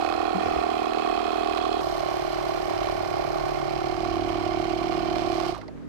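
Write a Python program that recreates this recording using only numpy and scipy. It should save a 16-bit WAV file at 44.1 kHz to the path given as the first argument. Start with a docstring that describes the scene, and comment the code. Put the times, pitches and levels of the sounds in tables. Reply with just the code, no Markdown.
"""Open yard: a small piston compressor buzzes on a car's boot lid, near the right microphone, shaded from the left.
Heard from two places in turn, then switched off. Delivery strokes ring head and lid (throb, buzz);
noise bursts at each contact clatter through the casing; the lid shakes with the crank. Switch and coasting knocks
are ringing cracks. Dull bumps and a noise scuff on the left; a far motorbike of summed sines enters at the
second place; wind and yard are coloured noise."""
import sys
import numpy as np
from scipy import signal
from scipy.fft import rfft, irfft, next_fast_len
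from scipy.io import wavfile

SR = 44100
rng = np.random.default_rng(int(sys.argv[2]) if len(sys.argv) > 2 else 0)


def log_audio(samples):
    """Write samples as a 16-bit WAV file to the path given in sys.argv[1]."""
    # one column per channel
    frames = np.atleast_2d(samples).T
    # limit to full scale, then quantise
    limited = np.clip(frames, -1, 1)
    pcm = np.round(limited * 32767).astype(np.int16)
    wavfile.write(sys.argv[1], SR, pcm)


N = 259388

TIME = np.arange(N) / SR
SIZE = next_fast_len(N + 9000)
BIN_HZ = np.arange(SIZE // 2 + 1) * SR / SIZE + 1e-3
SIDES = np.array([[.5], [-.5]])   # left, right share of a level or phase difference
MOVE_S = 1.811   # the listening place changes
LEFT_LAG_S = .002   # clatter and rings reach the left later


def from_db(db):
    """Amplitude gain of a level in dB."""
    return 10 ** (np.asarray(db) / 20)


def rms_one(x):
    """Scale each row to rms 1."""
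    return x / np.sqrt(np.mean(x ** 2, axis=-1, keepdims=True) + 1e-20)


def in_time(rows):
    """Each column after the first, joined by straight lines over TIME."""
    s, *columns = np.transpose(rows)
    return [np.interp(TIME, s, column) for column in columns]


def colour(points):
    """Gain per frequency from (hz, db) points, straight over log frequency."""
    hz, db = np.transpose(points)
    return from_db(np.interp(np.log(BIN_HZ), np.log(hz), db))


def resonance(hz, width_hz):
    """Causal second-order peak of height 1."""
    return 1 / (1 + 1j * (BIN_HZ - hz ** 2 / BIN_HZ) / width_hz)


def through(x, response):
    """Filter by a frequency response."""
    return irfft(rfft(x, SIZE) * response, SIZE)[..., :N]


def drift(knots_per_s):
    """Slow chance: random knots joined by straight lines."""
    knots = rng.standard_normal(600)
    return np.interp(TIME * np.clip(knots_per_s, .1, 99), np.arange(len(knots)), knots)


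def noise_of(points, flicker_db, knots_per_s, shared=0):
    """Coloured flickering noise, left and right unrelated but for a shared part."""
    flicker = from_db(flicker_db * np.array([drift(knots_per_s), drift(knots_per_s)]))
    white = rng.standard_normal((2, N)) + shared * rng.standard_normal(N)
    return rms_one(through(flicker * white, colour(points)))


# joins between the seven clatter ranges: [Hz]
RANGE_JOINS_HZ = [1650, 2000, 2750, 3450, 3950, 6300]
# pulse modes, [place][right, left]: hz, width_below_hz, width_above_hz, delay_ms_per_100_hz
THROB_MODES = [
    [(341.2, 44.3, 76, .1), (339, 20.7, 55, .1)],
    [(339, 39.6, 45, 1.4), (345.7, 34, 43, -0.65)],
]
BUZZ_MODES = [
    [(746, 92, 73, 3.66), (746, 78, 60, 2.1)],
    [(724, 102, 79, 2.85), (721, 78, 63, 3.7)],
]
# pulse arrival after the height of the stroke, one row a place: right_ms, left_ms
THROB_ARRIVAL_MS = [(-.2, 3.76), (-1.8, 2.9)]
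BUZZ_ARRIVAL_MS = [(.15, 4.1), (-1.5, 3.35)]
# extra left delay, grows early in the first place, resets at the move, grows again in the turn: time_s, longer_ms
LEFT_PATH_MS = [(.15, 0), (.6, .38), (1.811, .42), (1.812, 0), (3.6, 0), (4.2, .8)]


def pump():
    """Pressure pulses and shake stop as the motor coasts; clatter ranges fade; the left delay varies."""
    gains = pump_gains()
    running = np.clip((5.555 - TIME) / .02, 0, 1)
    strokes = per_turn(0, jitter_ms=.03, spread_db=.8)
    throb = air_pulses(THROB_MODES, THROB_ARRIVAL_MS, strokes)
    buzz = air_pulses(BUZZ_MODES, BUZZ_ARRIVAL_MS, strokes)
    left, right = running * (gains[0] * throb + gains[1] * buzz + shake())

    # power share below each join; neighbours differ by one range
    below = [0 * BIN_HZ] + [1 / (1 + (BIN_HZ / hz) ** 14) for hz in RANGE_JOINS_HZ] + [1]
    places = clatter()
    for gain, low, high in zip(gains[2:], below, below[1:]):
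        band = by_place(*[through(x, np.sqrt(high - low)) for x in places])
        band_left, band_right = gain * band * from_db(.5 * drift(2.54))
        left, right = left + band_left, right + band_right
    longer_ms = in_time(LEFT_PATH_MS)[0]
    return np.array([np.interp(TIME - longer_ms / 1000, TIME, left), right])


TURN_FROM_S, TURN_TO_S = 3.6, 4.2   # the listener turns to the pump
FADE_S = 5.5
BRIGHTEN_S, BRIGHTEN_DB_PER_S = 5.08, 11   # top three ranges swell, until FADE_S
# rows: start and end of first place, start of second, before and after turning
# columns: throb, buzz, seven clatter ranges, each (right_db, left_db)
STANCE_DB = [
    [(-27.5, -31.5), (-26, -39), (-28.5, -40.5), (-46, -58), (-43.5, -65), (-54, -65), (-70, -66),
     (-44, -67), (-56, -61)],
    [(-27, -32.5), (-27.5, -38), (-30, -38.5), (-52, -59), (-44.5, -58), (-45, -66), (-50.5, -75),
     (-46.5, -65), (-55, -61)],
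    [(-31.5, -31.5), (-28, -37), (-31, -41), (-53, -69), (-46, -63), (-51, -58), (-58, -62), (-45.5, -52),
     (-62.5, -54)],
    [(-31.5, -32), (-29, -35.5), (-31, -43), (-53, -67), (-45.5, -62), (-58, -64), (-59, -60), (-45.5, -61),
     (-60.5, -55.5)],
    [(-28, -32.5), (-28.5, -41.5), (-32, -39.5), (-59.5, -72), (-45, -61), (-48.5, -78), (-66.5, -66),
     (-45.5, -62.5), (-60.5, -60)],
]
# fade of those nine parts from FADE_S: [dB per s]
PART_FADE_DB_PER_S = [90, 150, 158, 158, 155, 160, 160, 157, 203]
# dips of the range holding hz: centre_s, half_length_s, hz, depth_db
RANGE_DIPS = [(0.52, 0.23, 4200, -3.5), (1.83, 0.14, 2250, -9), (3.8, .3, 3700, -3.5),
              (3.3, 0.27, 3100, -6), (3.6, 0.46, 8000, -1.5)]


def pump_gains():
    """Left and right gain of each part: glides between stances, jumps at the move, dips, swells, fades."""
    moments_s = [0, MOVE_S, MOVE_S, TURN_FROM_S, TURN_TO_S]
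    gains = []
    for (right_db, left_db), fade in zip(np.transpose(STANCE_DB, (1, 2, 0)), PART_FADE_DB_PER_S):
        level_db = np.array([np.interp(TIME, moments_s, left_db), np.interp(TIME, moments_s, right_db)])
        gains.append(from_db(level_db - fade * np.maximum(TIME - FADE_S, 0)))
    for s, half_s, hz, db in RANGE_DIPS:
        gains[2 + np.searchsorted(RANGE_JOINS_HZ, hz)] *= from_db(db * np.exp(-((TIME - s) / half_s) ** 2))
    swell = from_db(BRIGHTEN_DB_PER_S * (np.clip(TIME, BRIGHTEN_S, FADE_S) - BRIGHTEN_S))
    return gains[:-3] + [swell * gain for gain in gains[-3:]]


OFF_S, COAST_S = 5.47, .2   # switch-off, time constant of the speed after it
# crank in each place: from_s, turns_done, turns_per_s, sag_turns_per_s2; whole turn = height of delivery stroke
CRANK_RUNS = [(0, .95, 39.08, .1), (1.811, 71.6, 37.02, 0)]
# wavering speed: time_s, late_ms
CRANK_LATE = [(0, -.3), (.75, .2), (1.2, 0), (1.55, .1), (1.8, -.2), (1.82, -.65), (2.45, .35), (2.7, .35),
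              (2.9, -.25), (3.35, .1), (3.6, -.05), (3.8, .15), (4.3, -.2), (4.65, .3), (5.15, 0),
              (5.45, -1.3)]


def crank(time):
    """Turns done: slight sag in the first place, steady rate in the second, waver in both, then coasting."""
    time = time - np.interp(time, *np.transpose(CRANK_LATE)) / 1000
    driven = np.minimum(time, OFF_S)
    first, second = [done + rate * (driven - s) - sag / 2 * (driven - s) ** 2
                     for s, done, rate, sag in CRANK_RUNS]
    coasted = CRANK_RUNS[1][2] * COAST_S * (1 - np.exp(-(time - driven) / COAST_S))
    return np.where(time < MOVE_S, first, second + coasted)


def clicks(times_s, sizes):
    """Single-sample impulses."""
    out, at = np.zeros(N), np.round(np.asarray(times_s) * SR).astype(int)
    inside = (at >= 0) & (at < N)
    np.add.at(out, at[inside], sizes[inside])
    return out


def per_turn(turn, jitter_ms, spread_db, count=214):
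    """One click each crank turn, a little uneven in time and strength."""
    chance = rng.standard_normal((count, 2))
    grid_s = TIME[::32]
    times_s = np.interp(np.arange(count) + turn, crank(grid_s), grid_s, left=-1, right=-1)
    return clicks(times_s + chance[:, 0] * jitter_ms / 1000, from_db(spread_db * chance[:, 1]))


def by_place(before, after):
    """Join the places at the move, each at rms 1 over its stretch (the second up to 5.45 s)."""
    cut, off = int(MOVE_S * SR), int(5.45 * SR)
    second = after[:, cut:] / np.std(after[:, cut:off], axis=1, keepdims=True)
    return np.hstack([rms_one(before[:, :cut]), second])


def air_pulses(modes, arrivals_ms, strokes):
    """Pulse of a few cycles in head and lid: delay varies with pitch, so it glides; trough on arrival."""
    places = []
    for pair, arrival_ms in zip(modes, arrivals_ms):
        responses = []
        for (hz, below, above, glide_ms), ms in zip(pair, arrival_ms):
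            off = BIN_HZ - hz
            shape = (1 + (off / np.where(off < 0, below, above)) ** 2 / 3) ** -3
            cycles = (BIN_HZ * ms + off ** 2 * glide_ms / 200) / 1000
            responses.append(-shape * np.exp(-2j * np.pi * cycles))
        places.append(through(strokes, np.array(responses[::-1])))   # left first
    return by_place(*places)


# contacts in a turn: turns_after_delivery, decay_ms, then burst_db in each of the four drive bands
CONTACT_BURSTS = [(.72, 1.4, -5, -7, -11, -12), (.82, .7, -12, -1, -2, -6), (.26, 1.8, -9, -4, -5, -9),
                  (.38, 1.6, -4, -5, -8, -9), (.53, 1.1, -8, -6, -8, -8)]
# right noise mixed into the left, per drive band: [amplitude ratio to the left's own]
LEFT_SHARE_BY_BAND = [.55, .4, .2, .1]
# casing resonances per place: hz, width_hz (before the slope exponent), right_db, left_db
CASING_MODES = [
    [(692, 125, -3, -6), (1107, 126, -5.5, -32), (1302, 12, -6.5, -24), (1840, 100, -19, -35),
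     (2460, 450, -14, -25), (2553, 48, -6, -27), (3280, 640, -13.5, -33), (3320, 58, -10, -28),
     (4154, 340, -10, -31), (5070, 390, -22, -29), (6350, 210, -31.5, -38), (7530, 320, -31, -45),
     (8700, 490, -41, -52), (10700, 1900, -40, -44), (12400, 2400, -41, -43)],
    [(671, 250, 0.5, -15), (1105, 116, -1, -27), (1408, 120, -12.5, -46), (2326, 300, -11, -59),
     (3050, 920, -14, -25), (3120, 71, -19.5, -33), (2100, 61, -10, -40), (4170, 310, -12, -26),
     (4950, 1100, -17.5, -38), (6020, 110, -25, -33), (8080, 700, -26, -49), (10900, 1400, -31, -59),
     (11500, 490, -25, -41), (12900, 3400, -34, -44.5)],
]
# reeds and rod ends per place: turns_after_delivery, hz, width_hz (each of two stages), right_db, left_db re clatter
RING_PARTS = [
    [(.2, 2530, 270, -33, -29), (.4, 1128, 264, -9.5, -27), (.8, 1150, 282, -15, -8.5),
     (.9, 548, 152, -20, -4), (.35, 5110, 600, -19, -38), (.44, 3110, 259.3, -16, -36),
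     (0.65, 2590, 302.4, -28, -26), (0.72, 2366, 540, -23, -14), (0.96, 4430, 352, -15, -43),
     (0.97, 8300, 1800, -35, -26), (.86, 1384, 195, -16, -19)],
    [(.2, 2290, 350, -18, -22), (.4, 1145, 279, -15.5, -16), (.35, 5270, 450, -24, -26),
     (.38, 3067, 201, -18, -42), (.49, 11550, 380, -33, -27.5), (.53, 2045, 274, -28, -33),
     (0.57, 4800, 402, -23.5, -18), (.84, 8400, 1600, -36, -28), (0.93, 1802, 94, -21, -61)],
]


def clatter():
    """Valve, rod and gear bursts over a steady whirr, in four bands, through the casing; one signal a place."""
    edges_hz, drive = [400, 1600, 6200, 10000, 20000], np.zeros((2, N))
    bursts = []
    for turn, decay_ms, *_ in CONTACT_BURSTS:
        r = np.exp(-1000 / (decay_ms * SR))
        knocks = per_turn(turn, jitter_ms=.5, spread_db=3.5)
        # double pole: swells, then dies
        bursts.append(signal.lfilter([np.e * (1 - r)], [1, -2 * r, r * r], knocks + 1e-18))
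    # gritty: some grains much stronger
    grit = from_db(2.77 * rng.exponential(1, (2, N)))
    own, right = rms_one(rng.standard_normal((2, N)) * grit)
    for k, (low, high) in enumerate(zip(edges_hz, edges_hz[1:])):
        whirr = from_db(drift(24.98))
        gate = whirr + sum(from_db(row[2 + k]) * burst for row, burst in zip(CONTACT_BURSTS, bursts))
        pair = rms_one(gate) * np.array([LEFT_SHARE_BY_BAND[k] * right + own, right])
        band = signal.butter(2, [low, high], "band", fs=SR, output="sos")
        drive += (-1) ** k * signal.sosfilt(band, pair)   # signs keep the joins full
    drive[0] = np.roll(drive[0], int(LEFT_LAG_S * SR))
    places = []
    for modes, parts in zip(CASING_MODES, RING_PARTS):
        power = sum(np.abs(resonance(hz, width) ** 1.354 * from_db([[left], [right]])) ** 2
                    for hz, width, right, left in modes)
        places.append(rms_one(through(drive, np.sqrt(power))) + rings(parts))
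    return places


def rings(parts):
    """Each reed or rod end gets a click a turn and rings briefly in two resonant stages; later on the left."""
    out = 0
    for turn, hz, width_hz, right_db, left_db in parts:
        r, w = np.exp(-np.pi * width_hz / SR), 2 * np.pi * hz / SR
        sos = [[1, 0, -1, 1, -2 * r * np.cos(w), r * r]] * 2
        ring = signal.sosfilt(sos, per_turn(turn, jitter_ms=.07, spread_db=2) + 1e-18)
        out = out + from_db([[left_db], [right_db]]) * rms_one(ring)
    return np.array([np.roll(out[0], int(LEFT_LAG_S * SR)), out[1]])


# lid shake: multiple_of_turning_rate, first_place_db, second_place_db
LID_SHAKE = [(1, -49.5, -44), (2, -46.5, -51.5), (4, -59, -53.5), (5, -63, -53), (6, -46, -56.5)]


def shake():
    """Lid moves with the crank: wavering low multiples of its rate, 1.88 rad apart at the two sides."""
    turns, out = crank(TIME), 0
    for multiple, first_db, second_db in LID_SHAKE:
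        level = from_db(np.where(TIME < MOVE_S, first_db, second_db) + 2.5 * drift(1.2))
        out = out + level * np.sin(2 * np.pi * round(multiple) * turns + SIDES * 1.88)
    return out


# switch, cable, last piston knocks: start_s, peak_db, left_over_right_db, hz, width_hz (each of two stages), decay_ms
TICK_EVENTS = [(1.745, -47, 4, 14100, 5000, 1.7), (5.085, -50, -10, 12500, 5000, 1.5),
               (5.483, -46, -5, 11900, 7000, 2.5), (5.546, -33.5, -17, 1180, 400, 25),
               (5.55, -37, -9, 3480, 3500, 3.1), (5.564, -38.5, -21, 790, 300, 13),
               (5.579, -40, -11, 3800, 4000, 2), (5.581, -36.5, -14, 640, 300, 25),
               (5.615, -49, -14, 4300, 1500, 4.2), (5.613, -45, -22, 1490, 1200, 8.3),
               (5.63, -43, -22, 950, 500, 15), (5.68, -48, -19, 4430, 1010, 3.6),
               (5.681, -47.5, -19, 2040, 1000, 7), (5.682, -42, -23, 690, 200, 15),
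               (5.776, -48, -14, 1100, 900, 3)]


def ticks():
    """Short decaying noise cracks, each ringing around its own pitch."""
    out = np.zeros((2, N))
    for s, db, side_db, hz, width_hz, decay_ms in TICK_EVENTS:
        fade = np.exp(-np.clip(TIME - s, 0, 1) * 1000 / decay_ms) * (TIME >= s)
        crack = through(rng.standard_normal(N) * fade, resonance(hz, width_hz) ** 2)
        out += from_db(db + SIDES * side_db) * crack / np.abs(crack).max()
    return out


# dull bumps: start_s, level_db (before the soft onset), left_over_right_db, pitch_hz, t60_s
BUMP_EVENTS = [(0.346, -26.5, 23, 190, 0.16), (0.363, -33, 11, 189, 0.11), (0.463, -33, 23, 92, 0.083),
               (0.496, -40, 20, 58.7, 0.17), (0.566, -31, 26, 60.5, 0.098)]


def bumps():
    """Soft blows, each a decaying sine of one low mode."""
    out = np.zeros((2, N))
    for s, db, side_db, hz, t60_s in BUMP_EVENTS:
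        age = np.clip(TIME - s, 0, 1)
        fade = from_db(db + SIDES * side_db - 60 * age / t60_s)
        out += fade * np.sin(2 * np.pi * hz * age) * (1 - np.exp(-age / 0.0098))
    return out


SCUFF_S, SCUFF_DB, SCUFF_RISE_DB_PER_S, SCUFF_FALL_DB_PER_S = 0.45, -44.5, 202, 58
# scrape spectrum: hz, relative_db
SCUFF_SPECTRUM = [(200, 8.5), (600, 8.5), (1200, -12), (2300, 4), (3500, -39), (5000, -4), (8000, -27),
                  (15000, -32)]


def scuff():
    """Coloured scraping noise swells quickly and trails off, 24 dB stronger on the left."""
    rise_db = SCUFF_RISE_DB_PER_S * (SCUFF_S - TIME)
    fall_db = SCUFF_FALL_DB_PER_S * (TIME - SCUFF_S)
    db = SCUFF_DB - np.maximum(rise_db, fall_db)
    return from_db(db + SIDES * 24.0) * noise_of(SCUFF_SPECTRUM, flicker_db=3, knots_per_s=60)


# engine slows, holds, speeds up, then drops to a lower rate: time_s, firings_per_s
FIRING_RATE = [(1.9, 50.5), (2.5, 48.5), (3.3, 46.8), (3.8, 46.6), (4.6, 50.6), (5.7, 53.6), (5.735, 42),
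               (5.88, 43.5)]
# tone over time: time_s, level_db, bass_db (multiples 1 and 2), brightness_db (per multiple above 3)
BIKE_TONE = [(1.9, -49, 0.5, -5), (3.0, -51.5, 11.5, -6.5), (3.15, -44.5, 4, -25), (3.75, -39, -10, -21),
             (3.9, -44, 4, -8), (4.1, -44, 11.5, 1.5), (4.7, -44, 5.5, 0), (5.1, -41, 4, 0.5),
             (5.6, -46.5, 3, -0.5), (5.88, -48.5, -11, 3)]
# exhaust spectrum: multiple_of_firing_rate, relative_db
EXHAUST_MULTIPLES = [(1, -7.5), (2, -3), (3, 3), (4, 6), (5, 2), (6, 4), (7, -3.5)]


def bike():
    """Far exhaust: multiples of the firing rate, each wavering on the way; later and 4 dB weaker on the left."""
    firings = np.cumsum(in_time(FIRING_RATE)[0] * (1 + 0.00496 * drift(11))) / SR
    level_db, bass_db, bright_db = in_time(BIKE_TONE)
    tone = 0
    for multiple, db in EXHAUST_MULTIPLES:
        tilt_db = bright_db * max(multiple - 3, 0) + bass_db * (multiple < 2.5)
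        waver_db = 1.2 * drift(2) + .7 * drift(12)
        phase = 2 * np.pi * (round(multiple) * firings + rng.random())
        tone = tone + from_db(db + tilt_db + waver_db) * np.sin(phase)
    tone = from_db(level_db) * tone * (TIME > MOVE_S)
    return np.array([from_db(-4.0) * np.roll(tone, int(0.0024 * SR)), tone])


# gusts: time_s, level_db (mean of the sides)
GUSTS = [(0, -52), (.45, -49), (1.0, -51.5), (1.5, -54), (1.9, -47.5), (2.3, -51.5), (3.15, -46),
         (3.6, -48.5), (4.2, -45), (5.3, -52), (5.88, -49)]
# wind spectrum: hz, relative_db
WIND_SPECTRUM = [(15, -26), (35, -2), (80, -6.5), (140, -8.5), (260, -16), (500, -78), (1500, -60),
                 (16000, -110)]


def wind():
    """Low rumbling noise in gusts, partly shared by the sides, 4 dB weaker on the left."""
    gust = from_db(in_time(GUSTS)[0] + SIDES * -4.0)
    return gust * noise_of(WIND_SPECTRUM, flicker_db=2.5, knots_per_s=3, shared=1.2)


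YARD_DB = -47
# yard spectrum: hz, relative_db
YARD_SPECTRUM = [(100, -3), (260, 12), (400, 18.5), (800, 2.5), (1500, -0.5), (3000, -12.5), (6000, -19.5),
                 (15500, -36)]


def yard():
    """Faint background noise, unrelated at the two sides."""
    return from_db(YARD_DB) * noise_of(YARD_SPECTRUM, flicker_db=1, knots_per_s=5)


def scene():
    """Sum of all sources, left and right."""
    return pump() + ticks() + bumps() + scuff() + bike() + wind() + yard()


def record(dry):
    """Steep low-pass: 70 dB down from 16 kHz up."""
    return signal.sosfilt(signal.cheby2(16, 70, 16000, fs=SR, output="sos"), dry)


dry = scene()
out = record(dry)
log_audio(out)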